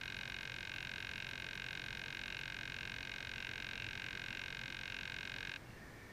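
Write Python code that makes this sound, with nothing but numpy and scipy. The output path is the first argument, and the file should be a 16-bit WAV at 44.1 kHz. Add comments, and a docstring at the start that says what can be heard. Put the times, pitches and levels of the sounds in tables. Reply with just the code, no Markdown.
"""On a calm lake, a model boat drifts with a small camera on its deck. A little servo motor, kicked
45 times a second, knocks its gears together and buzzes through the hollow hull. A gear tooth snaps
now and then, lapping ripples make the motor's case ring out, and near the end the motor stops dead.
The open air rumbles and the electronics whistle thinly throughout. Faint, high chirps come early on,
and a distant, wavering whine swells twice in the second half."""
import sys
import numpy as np
from scipy import signal
from scipy.fft import rfft, irfft
from scipy.io import wavfile
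from scipy.ndimage import uniform_filter1d

SR = 44100
rng = np.random.default_rng(int(sys.argv[2]) if len(sys.argv) > 2 else 0)


def int16_out(signal):
    """Quantize to a 16-bit WAV file."""
    q = np.round(np.clip(np.atleast_2d(signal).T, -1, 1) * 32767)
    wavfile.write(sys.argv[1], SR, q.astype(np.int16))


N = 269892

KICK_HZ, FIRST_KICK_S, STOP_S = 45.4232, .01231, 5.57  # the motor's kicks: rate, start and stop

# The open air over the lake, from bass to treble (frequency [Hz], level [dB per Hz])
AIR_SPECTRUM = [(15, -86), (30, -81), (40, -81.5), (60, -80), (150, -82), (250, -85), (500, -89.5),
                (1000, -94.5), (2000, -94.5), (3000, -103), (5000, -105.5), (7000, -110), (10000, -115),
                (15000, -118)]
# Steady whistles of the electronics (pitch [Hz], level [dB rms])
WHISTLE_TONES = [(5856, -84.5), (8780, -84.5), (11719, -87.5), (14626, -81.5)]
# Low tones of the shaking hull (multiple of the kick rate [-], level [dB rms])
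SHUDDER_TONES = [(1, -65), (2, -72.5), (3, -67), (4, -77), (5, -78)]
# Notes at which the hull and the motor's case ring (pitch [Hz], width [Hz], gain [dB])
HULL_RINGS = [(903, 25, -16), (1077, 260, -17.0), (1383, 12.5, -4), (1543.5, 177, 3.5), (1571, 167, 5.5),
              (1856, 17, -9), (2066, 47.5, 0), (2186, 52.5, 0), (2342, 25, -10), (2509.5, 76, -3.5),
              (2615, 310, -16), (2690, 61, -9.5), (2886, 68, -2), (3154, 52, -15.5), (3273, 57, -15),
              (3620, 84, -9), (3790, 66.5, -4), (4160, 88, -15), (4497, 82, -15), (4970, 108, -22.5),
              (5403, 124, -16), (5655, 200, -20.5), (6070, 135, -26.5), (6800, 210, -27.5),
              (7300, 320, -36)]
# Gear teeth snapping over, each at the nearest kick (time [s], strength [dB])
TOOTH_SNAPS = [(.035, -14), (.079, -7), (.167, -10), (.211, -11), (.343, -6), (2.237, -11), (2.325, -12),
               (2.369, -9), (3.029, -3), (3.117, -7)]
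# Ripples lapping the hull (start [s], length [s], swell of the case's ring [dB])
LAPPING_RIPPLES = [(.68, .22, 9.5), (.91, 0.2, 8), (1.105, .21, 9), (1.34, 0.18, 4), (1.56, 0.2, 7.5),
                   (2.032, 0.22, 4), (2.23, 0.24, 9.5), (2.7, 0.25, 8), (3.33, .18, 10.5),
                   (3.522, 0.21, 6.5), (3.71, 0.22, 12), (3.956, 0.16, 7), (4.23, 0.25, 9.5),
                   (4.83, 0.26, 10), (5.08, .26, 4.5), (5.444, 0.31, 8)]
# Tones of the distant whine
# (start [s], length [s], first pitch [Hz], halfway pitch [Hz], last pitch [Hz], level [dB])
WHINE_TONES = [(3.05, 1.4, 1890, 2067, 1900, -66), (3.25, 1.2, 2150, 2326, 2200, -65),
               (5.449, .85, 1630, 1723, 1790, -67.5), (5.599, 0.82, 1785, 1832, 1800, -63.5),
               (5.579, .8, 2185, 2270, 2280, -67.5), (5.652, 0.13, 2760, 2710, 2730, -69)]


def undb(db):
    """Turn decibels into a number to multiply by."""
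    return 10 ** (np.asarray(db) / 20)


def resonate(x, hz, width_hz):
    """Let a sound ring at one pitch, which passes at full strength."""
    return signal.lfilter(*signal.iirpeak(hz, hz / width_hz, fs=SR), x + 1e-18)


def swell(x, hz, width_hz, db):
    """Turn the band around one pitch up or down by a moving level."""
    return x + (undb(db) - 1) * resonate(x, hz, width_hz)


def noise_band(hz, width_hz):
    """Noise gathered around one pitch, with a typical size (rms) of 1."""
    x = resonate(resonate(rng.standard_normal(N), hz, width_hz), hz, width_hz)
    return x / x.std()


def wander(rate_hz):
    """A smooth random drift with a spread of 1, taking rate_hz steps a second."""
    hold = int(SR / rate_hz)
    steps = np.repeat(rng.standard_normal(N // hold + 1), hold)
    x = uniform_filter1d(uniform_filter1d(steps, hold), hold)[:N]
    return x / x.std()


def arch(start_s, length_s, shape):
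    """A rounded rise from 0 to 1 and back; a small shape flattens the top."""
    progress = (np.arange(N) / SR - start_s) / length_s
    return np.maximum(4 * progress * (1 - progress), 0) ** shape


def clicks(times, sizes, reach=6):
    """Sharp clicks, each spread over a few samples so it can fall between two of them."""
    at = np.asarray(times)[:, None] * SR
    index = at.astype(int) + np.arange(1 - reach, reach + 1)
    shape = np.sinc(index - at) * np.sinc((index - at) / reach)
    return np.bincount(np.clip(index, 0, N - 1).ravel(), (shape * sizes[:, None]).ravel(), N)


def noise_tail(hits, fade_s):
    """A fading puff of noise after each click."""
    return signal.lfilter([1], [1, -np.exp(-1 / (fade_s * SR))], hits) * rng.standard_normal(N)


def open_air(drone_hz=116, drone_db=-63, swell_db=.19):
    """The air rumbles softly, thinner towards the treble, with a low wavering drone in it."""
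    hz, db = np.transpose(AIR_SPECTRUM)
    all_hz = np.arange(N // 2 + 1) * SR / N
    colour = undb(np.interp(np.log(all_hz + 1e-9), np.log(hz), db))
    rumble = irfft(rfft(rng.standard_normal(N)) * colour, N) * np.sqrt(SR / 2)
    return rumble * undb(swell_db * wander(3.03)) + undb(drone_db) * noise_band(drone_hz, width_hz=22)


def electronic_whistles(waver_hz=3):
    """The electronics give off thin, slightly unsteady tones."""
    out = 0
    for hz, db in WHISTLE_TONES:
        phase = 2 * np.pi * np.cumsum(hz + waver_hz * wander(40)) / SR
        out += undb(db) * np.sin(phase)
    return np.sqrt(2) * out


def hull_shudder():
    """The motor's recoil shakes the whole boat at the kick rate until it stops."""
    t = np.arange(N) / SR
    tones = sum(undb(db) * np.sin(2 * np.pi * (multiple * KICK_HZ * t + rng.random()))
                for multiple, db in SHUDDER_TONES)
    running = np.clip((STOP_S - t) * KICK_HZ, 0, 1)
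    return np.sqrt(2) * tones * running


def gear_knocks(slack_s=.0013044, slack_db=-12, bounce_s=.001195, bounce_db=-6, scatter_db=.09,
                limp_s=25e-6, jitter_s=8e-6, scrape_db=-34, dull_above_hz=8200):
    """Each kick takes up the slack in the gears, strikes home and bounces; the teeth scrape briefly."""
    times = np.arange(FIRST_KICK_S, STOP_S, 1 / KICK_HZ)
    time_luck, blow_luck, bounce_luck = rng.standard_normal((len(times), 3)).T
    times += limp_s * (-1) ** np.arange(len(times))  # slightly long and short gaps take turns
    times += jitter_s * time_luck
    sizes = undb(-scatter_db * blow_luck)
    slack = clicks(times - slack_s, sizes * undb(slack_db))
    blows = clicks(times, sizes)
    bounce = clicks(times + bounce_s, undb(bounce_db - scatter_db * bounce_luck))
    scrape = undb(scrape_db) * noise_tail(blows, fade_s=.00099)
    # plastic teeth give a little, which dulls the blow
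    soften = signal.butter(4, dull_above_hz, fs=SR, output="sos")
    return signal.sosfilt(soften, slack + blows + bounce + scrape)


def servo_buzz(roll_s=.84, roll_crest_s=2.56, roll_db=2, slosh_db=2, rattle_db=.6):
    """The gears' blows make the hull ring, and the moving water shifts its tone."""
    force = gear_knocks() + tooth_snaps()
    # neighbouring rings swing in opposite directions
    buzz = sum((-1) ** k * undb(db) * resonate(force, hz, width_hz)
               for k, (hz, width_hz, db) in enumerate(HULL_RINGS))
    # the low side of the deck's ring follows the boat's gentle roll
    roll = np.cos(2 * np.pi * (np.arange(N) / SR - roll_crest_s) / roll_s)
    buzz = swell(buzz, hz=1490, width_hz=70, db=roll_db * roll)
    # its high side and the bright rattle waver as the water sloshes
    buzz = swell(buzz, hz=1690, width_hz=70, db=slosh_db * wander(7))
    return swell(buzz, hz=3900, width_hz=700, db=rattle_db * wander(6))


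def high_chirps(start_s=.026, end_s=2.48, gap_s=.14, jitter_s=.018, length_s=.035, level_db=-77):
    """Faint, hissy chirps in two very high bands come at slightly uneven gaps."""
    t = np.arange(N) / SR
    hiss = noise_band(10500, width_hz=1200) + undb(-2) * noise_band(13200, width_hz=1200)
    times = np.arange(start_s, end_s, gap_s)
    times += jitter_s * rng.standard_normal(len(times))
    bursts = sum(np.exp(-np.minimum((2 * (t - at) / length_s) ** 6, 20)) for at in times)  # flat-topped
    return undb(level_db) * bursts * hiss


def tooth_snaps(late_s=.000485, crunch_db=-16):
    """A gear tooth slips over just after a kick: a dry click with a short crunch."""
    times, strength_db = np.transpose(TOOTH_SNAPS)
    nearest_kick = np.round((times - FIRST_KICK_S) * KICK_HZ)
    click = clicks(FIRST_KICK_S + nearest_kick / KICK_HZ + late_s, undb(strength_db))
    crunch = undb(crunch_db) * noise_tail(click, fade_s=.00077)
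    return resonate(click + crunch, hz=3700, width_hz=2600)


def ripples(buzz, case_hz=2700, resting_db=-2):
    """Ripples lap the hull, and the motor's case rings out in the buzz while each one passes."""
    lapping_db = sum(db * arch(start_s, length_s, shape=.62) for start_s, length_s, db in LAPPING_RIPPLES)
    return swell(buzz, case_hz, width_hz=110, db=resting_db + lapping_db)


def distant_whine(waver=.008, flutter_hz=90, blur_hz=400, blur_db=-1):
    """Far-off tones swell, bend in pitch and fade, fluttering and blurred on their way over the water."""
    out = 0
    for start_s, length_s, first_hz, halfway_hz, last_hz, db in WHINE_TONES:
        glide_hz = np.interp(np.arange(N) / SR, [start_s, start_s + length_s], [first_hz, last_hz])
        bend_hz = (halfway_hz - (first_hz + last_hz) / 2) * arch(start_s, length_s, shape=.99)
        hz = (glide_hz + bend_hz) * (1 + waver * wander(20))
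        phase = 2 * np.pi * np.cumsum(hz) / SR
        flutter = wander(flutter_hz) * np.cos(phase)
        blur = undb(blur_db) * wander(blur_hz) * np.sin(phase)
        out += undb(db) * arch(start_s, length_s, shape=.54) * (flutter + blur)
    return out


def scene():
    """Everything as it reaches the deck, in one channel."""
    motor = ripples(servo_buzz()) + hull_shudder()
    return (motor + distant_whine() + electronic_whistles() + open_air() + high_chirps())[None]


def record(dry, top_hz=15100):
    """The camera cuts off the highest treble."""
    return signal.sosfilt(signal.ellip(10, .1, 70, top_hz, fs=SR, output="sos"), dry)


dry = scene()
out = record(dry)
int16_out(out)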